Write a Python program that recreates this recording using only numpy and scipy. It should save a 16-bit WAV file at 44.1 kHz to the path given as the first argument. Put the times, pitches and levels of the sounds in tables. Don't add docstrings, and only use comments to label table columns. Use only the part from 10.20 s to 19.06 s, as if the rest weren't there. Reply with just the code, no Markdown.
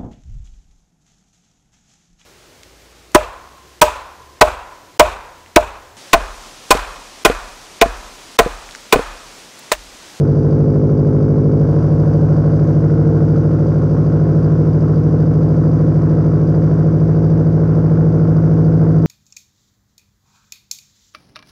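import sys
import numpy as np
from scipy import signal
from scipy.fft import rfft, irfft, next_fast_len
from scipy.io import wavfile

SR = 44100
rng = np.random.default_rng(int(sys.argv[2]) if len(sys.argv) > 2 else 0)


def bounce(signal):
    frames = np.transpose(np.atleast_2d(signal))
    limited = np.clip(frames, -1, 1)
    pcm = np.round(limited * 32767).astype(np.int16)
    wavfile.write(sys.argv[1], SR, pcm)


N = 390726
TIME = np.arange(N) / SR

# (time [s], speed [rpm])
CRANK_SPEED = [(0.0, 1517.5), (0.24, 1544.6), (1.05, 1544.6), (1.47, 1555.0), (4.2, 1581.3), (6.55, 1588.3),
               (7.78, 1607.6), (8.86, 1604.7)]
# (place in the two-turn cycle [0-1], level [dB])
CYLINDERS = [(0.053, -2.0), (0.316, -5.1), (0.554, -3.1), (0.817, -6.5)]
# (frequency [Hz], width [Hz])
RESONANCES = [(55.3, 13.5), (108.0, 8.4), (131.8, 9.5), (250.3, 8.0), (313.9, 16.9), (439.3, 35.3),
              (570.8, 31.6), (675, 30), (770, 25), (870, 25), (1025, 30), (1120, 25)]
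# (gas puff level [dB], valve tick level [dB])
STROKES = [(-2, 2.5), (-1, -1), (-2, -5), (-1.5, 2.5)]
# (frequency [Hz], relative level [dB])
LUMP_COLOUR = [(22, -17), (50, -16), (100, -7), (160, -1), (220, -13), (265, -6), (310, -3), (385, -11),
               (435, -2), (560, -11), (700, -18), (1000, -32)]
# (frequency [Hz], relative level [dB])
RASP_COLOUR = [(450, -12.5), (690, 6), (820, -9), (865, 4.5), (920, -3.5), (1120, 1.5), (1190, -6),
               (1300, -1), (1520, -2), (1750, -11), (2000, -15), (2400, -22.5), (3200, -34.5), (4500, -39),
               (8000, -50)]
# (frequency [Hz], relative level [dB])
VALVE_COLOUR = [(2000, -3), (3000, -5.5), (4000, -8), (4500, -5.5), (4750, -1), (5100, -1), (6200, -3),
                (6800, -13), (8300, -17), (10000, -20), (11500, -26.5)]
# (frequency [Hz], relative level [dB], t60 [s])
TAPPET_MODES = [(4720, 0, .022), (4840, -3, .016), (6100, -10, .008)]
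# (frequency [Hz], share of the bark's dB [about 0-1])
BARK_SHARE = [(52, 0.8), (66, 0), (530, 0.03), (573, 1.04), (620, 0.06), (720, .4), (765, 1), (830, 0.01),
              (1000, 0.7), (1150, 0.4)]
# (smooth idle [dB], added when settled [dB],
# added in the flare [dB], change as the engine warms [dB/s])
BARK_LAW = (-2, -0.5, 7.5, -0.3)
RASP_LAW = (-44, 2.5, 0.4, .22)
VALVE_LAW = (-59.5, 2.5, 0.4, -0.2265)
LEAN_LAW = (0, -1.6, 0.33, 0.44)
# (multiple of the cycle rate, smooth idle [dB], settled idle [dB])
BOOM = [(3, -38, -40), (4, -29, -39.5), (5, -35.5, -29), (6, -46.5, -41), (7, -29, -29.5), (8, -21, -20),
        (9, -25.5, -27.5), (10, -42.5, -39.5), (11, -15.5, -17.5), (12, -16.5, -14), (13, -28, -34),
        (14, -47, -37.5)]
# (frequency [Hz], level of each multiple [dB])
GROWL = [(200, -32), (265, -28.5), (320, -35), (420, -33), (480, -34), (570, -43), (640, -55), (715, -51),
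         (820, -61.5), (1130, -63.5)]
# (smooth idle [dB], settled idle [dB])
LOPE = [(5.5, -1.5), (-5.5, -7.5), (-13, -12), (1, 1)]
# (multiple, added in smooth idle [dB], added in settled idle [dB])
STANDING_WAVES = [(21, -15, -6), (22, -4, -5), (23, -5.5, 4), (24, 4, -5), (25, -8, 15), (30, 12, -9.5),
                  (33, 11, 1.1), (41, 8.5, -8)]
# (start [s], length [s])
SWELLS = [(-.15, .62), (2.45, 0.93)]

FIRST_LUMPY, SMOOTH_AT_S, SETTLE_AT_S, CHANGE_S = 0.57, 0.3, 1.35, 0.15
FLARE_HOLD_S, FLARE_RELEASE_S = 0.83, 0.4
TOP_MULTIPLE = 86
LOPE_FADES_HZ = 450
RING_FROM_HZ, RING_DB = 550, 7.5
SWELL_HZ, SWELL_WIDTH_HZ, SWELL_DB = 458.5, 8.3, 8
CUTOFF_HZ = 11200


def from_db(db):
    return 10 ** (np.asarray(db) / 20)


def rms_one(x):
    return x / np.sqrt(np.mean(x ** 2) + 1e-20)


def in_time(rows):
    seconds, *columns = np.transpose(rows)
    return [np.interp(TIME, seconds, column) for column in columns]


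def drift(rate, t):
    knots = rng.standard_normal(512)
    return np.interp(t * rate, np.arange(len(knots)), knots)


def ramp(start_s, length_s):
    return np.clip((TIME - start_s) / length_s, 0, 1)


def coloured(x, spectrum):
    size = next_fast_len(N + SR // 2, True) // 2 * 2
    hz, db = np.transpose(spectrum)
    octave = np.log2(np.maximum(np.arange(size // 2 + 1) * SR / size, 1))
    below = np.maximum(np.log2(hz[0]) - octave, 0)
    above = np.maximum(octave - np.log2(hz[-1]), 0)
    gain_db = np.interp(octave, np.log2(hz), db) - 24 * np.minimum(below + above, 3)
    cepstrum = irfft(np.log(from_db(gain_db)))[:size // 2]
    cepstrum[1:] *= 2
    response = np.exp(rfft(cepstrum, size))
    return rms_one(irfft(rfft(x, size) * response)[:N])


def firings(cycles, lag):
    whole_cycles = np.arange(int(cycles[-1]) + 1)[:, None]
    places = (whole_cycles + np.array(CYLINDERS)[:, 0] + lag).ravel()
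    at = np.searchsorted(cycles, places[places < cycles[-1]])
    return at, np.arange(len(at)) % len(CYLINDERS)


def clicks(at, heights):
    out = np.zeros(N)
    out[at] = heights
    return out


def bursts(at, db, rise_s, decay_s):
    out = clicks(at, from_db(db)) + 1e-18
    for seconds in (rise_s, decay_s):
        out = signal.lfilter([1], [1, -np.exp(-1 / (seconds * SR))], out)
    return rms_one(out)


def ring(x, hz, t60):
    radius = from_db(-60 / (t60 * SR))
    angle = 2 * np.pi * hz / SR
    return signal.lfilter([0, np.sin(angle)], [1, -2 * radius * np.cos(angle), radius ** 2], x + 1e-18)


def idle_state():
    lope = ramp(SETTLE_AT_S, CHANGE_S)
    settled = FIRST_LUMPY * (1 - ramp(SMOOTH_AT_S, CHANGE_S)) + lope
    flare = lope * (1 - ramp(SETTLE_AT_S + CHANGE_S + FLARE_HOLD_S, FLARE_RELEASE_S))
    return settled, flare


def follow(law, settled, flare):
    smooth_db, settled_db, flare_db, db_per_s = law
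    return smooth_db + settled_db * settled + flare_db * flare + db_per_s * TIME


def swelling():
    return sum(np.sin(np.pi * ramp(start_s, length_s)) for start_s, length_s in SWELLS)


def multiples(cycle_hz):
    rows = [(round(order), *db) for order, *db in BOOM]
    standing = {round(order): np.array(db) for order, *db in STANDING_WAVES}
    growl_hz, growl_db = np.transpose(GROWL)
    centre, width = np.transpose(RESONANCES)
    for order in range(len(BOOM) + rows[0][0], TOP_MULTIPLE + 1):
        hz = order * cycle_hz
        base_db = np.interp(np.log(hz), np.log(growl_hz), growl_db)
        lope_db = np.array(LOPE[order % len(LOPE)]) * min(1, (LOPE_FADES_HZ / hz) ** 2)
        nearness = (centre > RING_FROM_HZ) / (1 + (2 * (hz - centre) / width) ** 2)
        db = base_db + RING_DB * np.max(nearness) + lope_db + standing.get(order, 0)
        rows.append((order, *db))
    return rows


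def exhaust_note(cycles, cycle_hz, settled, bark_db, lean_db):
    step = 9
    drone = {11: -1, 12: 1}
    wander_db, wander_rad, wander_rate = 0.9, 0.11, 1.4
    controls = (TIME, cycles, np.clip(settled, 0, 1), bark_db, lean_db, swelling())
    t, turn, mix, bark, lean, swell = (control[::step] for control in controls)
    place, pulse_db = np.transpose(CYLINDERS)
    centre, width = np.transpose(RESONANCES)
    out = 0
    for order, smooth_db, settled_db in multiples(cycle_hz):
        hz = order * cycle_hz
        pulses = np.sum(from_db(pulse_db) * np.exp(-2j * np.pi * order * place))
        delay = 2 * np.sum(np.arctan2(hz * width, centre ** 2 - hz ** 2))
        loose = min(hz / 220, 3) * (1 + mix) / 2
        gain = np.sqrt((1 - mix) * from_db(smooth_db) ** 2 + mix * from_db(settled_db) ** 2)
        db = bark * np.interp(hz, *np.transpose(BARK_SHARE)) + lean * drone.get(order, 0)
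        db = db + SWELL_DB * swell * np.exp(-((hz - SWELL_HZ) / SWELL_WIDTH_HZ) ** 2)
        gain = gain * from_db(db + wander_db * loose * drift(wander_rate, t))
        angle = 2 * np.pi * order * turn + np.angle(pulses) - delay
        angle = angle + wander_rad * loose * drift(wander_rate, t)
        out = out - np.sqrt(2) * gain * np.cos(angle)
    return signal.resample_poly(out, step, 1, window=("kaiser", 10))[:N]


def lumps(cycles, settled):
    smooth_db, settled_db = -28.7, 4
    at, _ = firings(cycles, lag=0.03)
    thumps = rms_one(clicks(at, rng.uniform(-1, 1, len(at))))
    echo_envelope = bursts(at, rng.normal(0, 2.3, len(at)), rise_s=0.00047, decay_s=0.064)
    echoes = rms_one(rng.standard_normal(N) * echo_envelope)
    return from_db(smooth_db + settled_db * settled) * coloured(thumps + echoes, LUMP_COLOUR)


def rasp(cycles, settled, rasp_db):
    jet, front_db = 1.2, -10
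    ring_t60, ring_db, spread_db, trim_db = 0.32, 1.5, 4.5, 3.0
    at, cylinder = firings(cycles, lag=0.07)
    db = np.array(STROKES)[cylinder, 0] + spread_db * rng.uniform(-1, 1, len(at))
    fronts = rms_one(clicks(at, from_db(db)))
    tail = TIME[:SR // 3]
    garage = rng.standard_normal(len(tail)) * from_db(-60 * tail / ring_t60)
    ringing = rms_one(signal.fftconvolve(fronts, garage)[:N])
    knocks = from_db(front_db) * fronts + from_db(ring_db - settled) * ringing
    knocks = signal.sosfilt(signal.butter(2, 1700, fs=SR, output="sos"), knocks)
    gas_flow = bursts(at, db, rise_s=0.00051, decay_s=0.0074) + jet
    puffs = rms_one(rng.standard_normal(N) * gas_flow)
    return from_db(rasp_db + trim_db) * coloured(knocks + puffs, RASP_COLOUR)


def valves(cycles, valve_db):
    tick_db, rustle_db = -7, 2.5
    hiss_db, spread_db, mode_spread_db = 9, 4.0, 4.3
    at, cylinder = firings(cycles, lag=0.13)
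    db = np.array(STROKES)[cylinder, 1] + spread_db * rng.uniform(-1, 1, len(at))
    ticks = np.zeros(N)
    for hz, mode_db, t60 in TAPPET_MODES:
        strike_db = db + mode_db + rng.normal(0, mode_spread_db, len(at))
        ticks += ring(clicks(at, from_db(strike_db)), hz, t60)
    envelope = bursts(at, db, rise_s=0.00076, decay_s=0.0068) + from_db(hiss_db)
    rustle = from_db(rustle_db) * coloured(rng.standard_normal(N) * envelope, VALVE_COLOUR)
    return from_db(valve_db) * (rustle + from_db(tick_db) * coloured(ticks, VALVE_COLOUR))


def whine(cycles, settled):
    per_cycle = 171.7
    smooth_db, settled_db, waver_db = -67, -12, 1.5
    gain = from_db(smooth_db + settled_db * settled + waver_db * drift(15, TIME))
    return gain * np.sqrt(2) * np.sin(2 * np.pi * per_cycle * cycles)


def scene():
    rpm, = in_time(CRANK_SPEED)
    cycle_hz = rpm / 120
    cycles = np.cumsum(cycle_hz) / SR
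    settled, flare = idle_state()
    bark_db = follow(BARK_LAW, settled, flare)
    lean_db = follow(LEAN_LAW, settled, flare)
    rasp_db = follow(RASP_LAW, settled, flare)
    valve_db = follow(VALVE_LAW, settled, flare)
    note = exhaust_note(cycles, np.median(cycle_hz), settled, bark_db, lean_db)
    exhaust = note + lumps(cycles, settled) + rasp(cycles, settled, rasp_db)
    engine = valves(cycles, valve_db) + whine(cycles, settled)
    return (exhaust + engine)[None]


def record(dry, top=1.02):
    rounded = top * np.tanh(dry / top)
    return signal.sosfilt(signal.butter(12, CUTOFF_HZ, fs=SR, output="sos"), rounded)


dry = scene()
out = record(dry)
bounce(out)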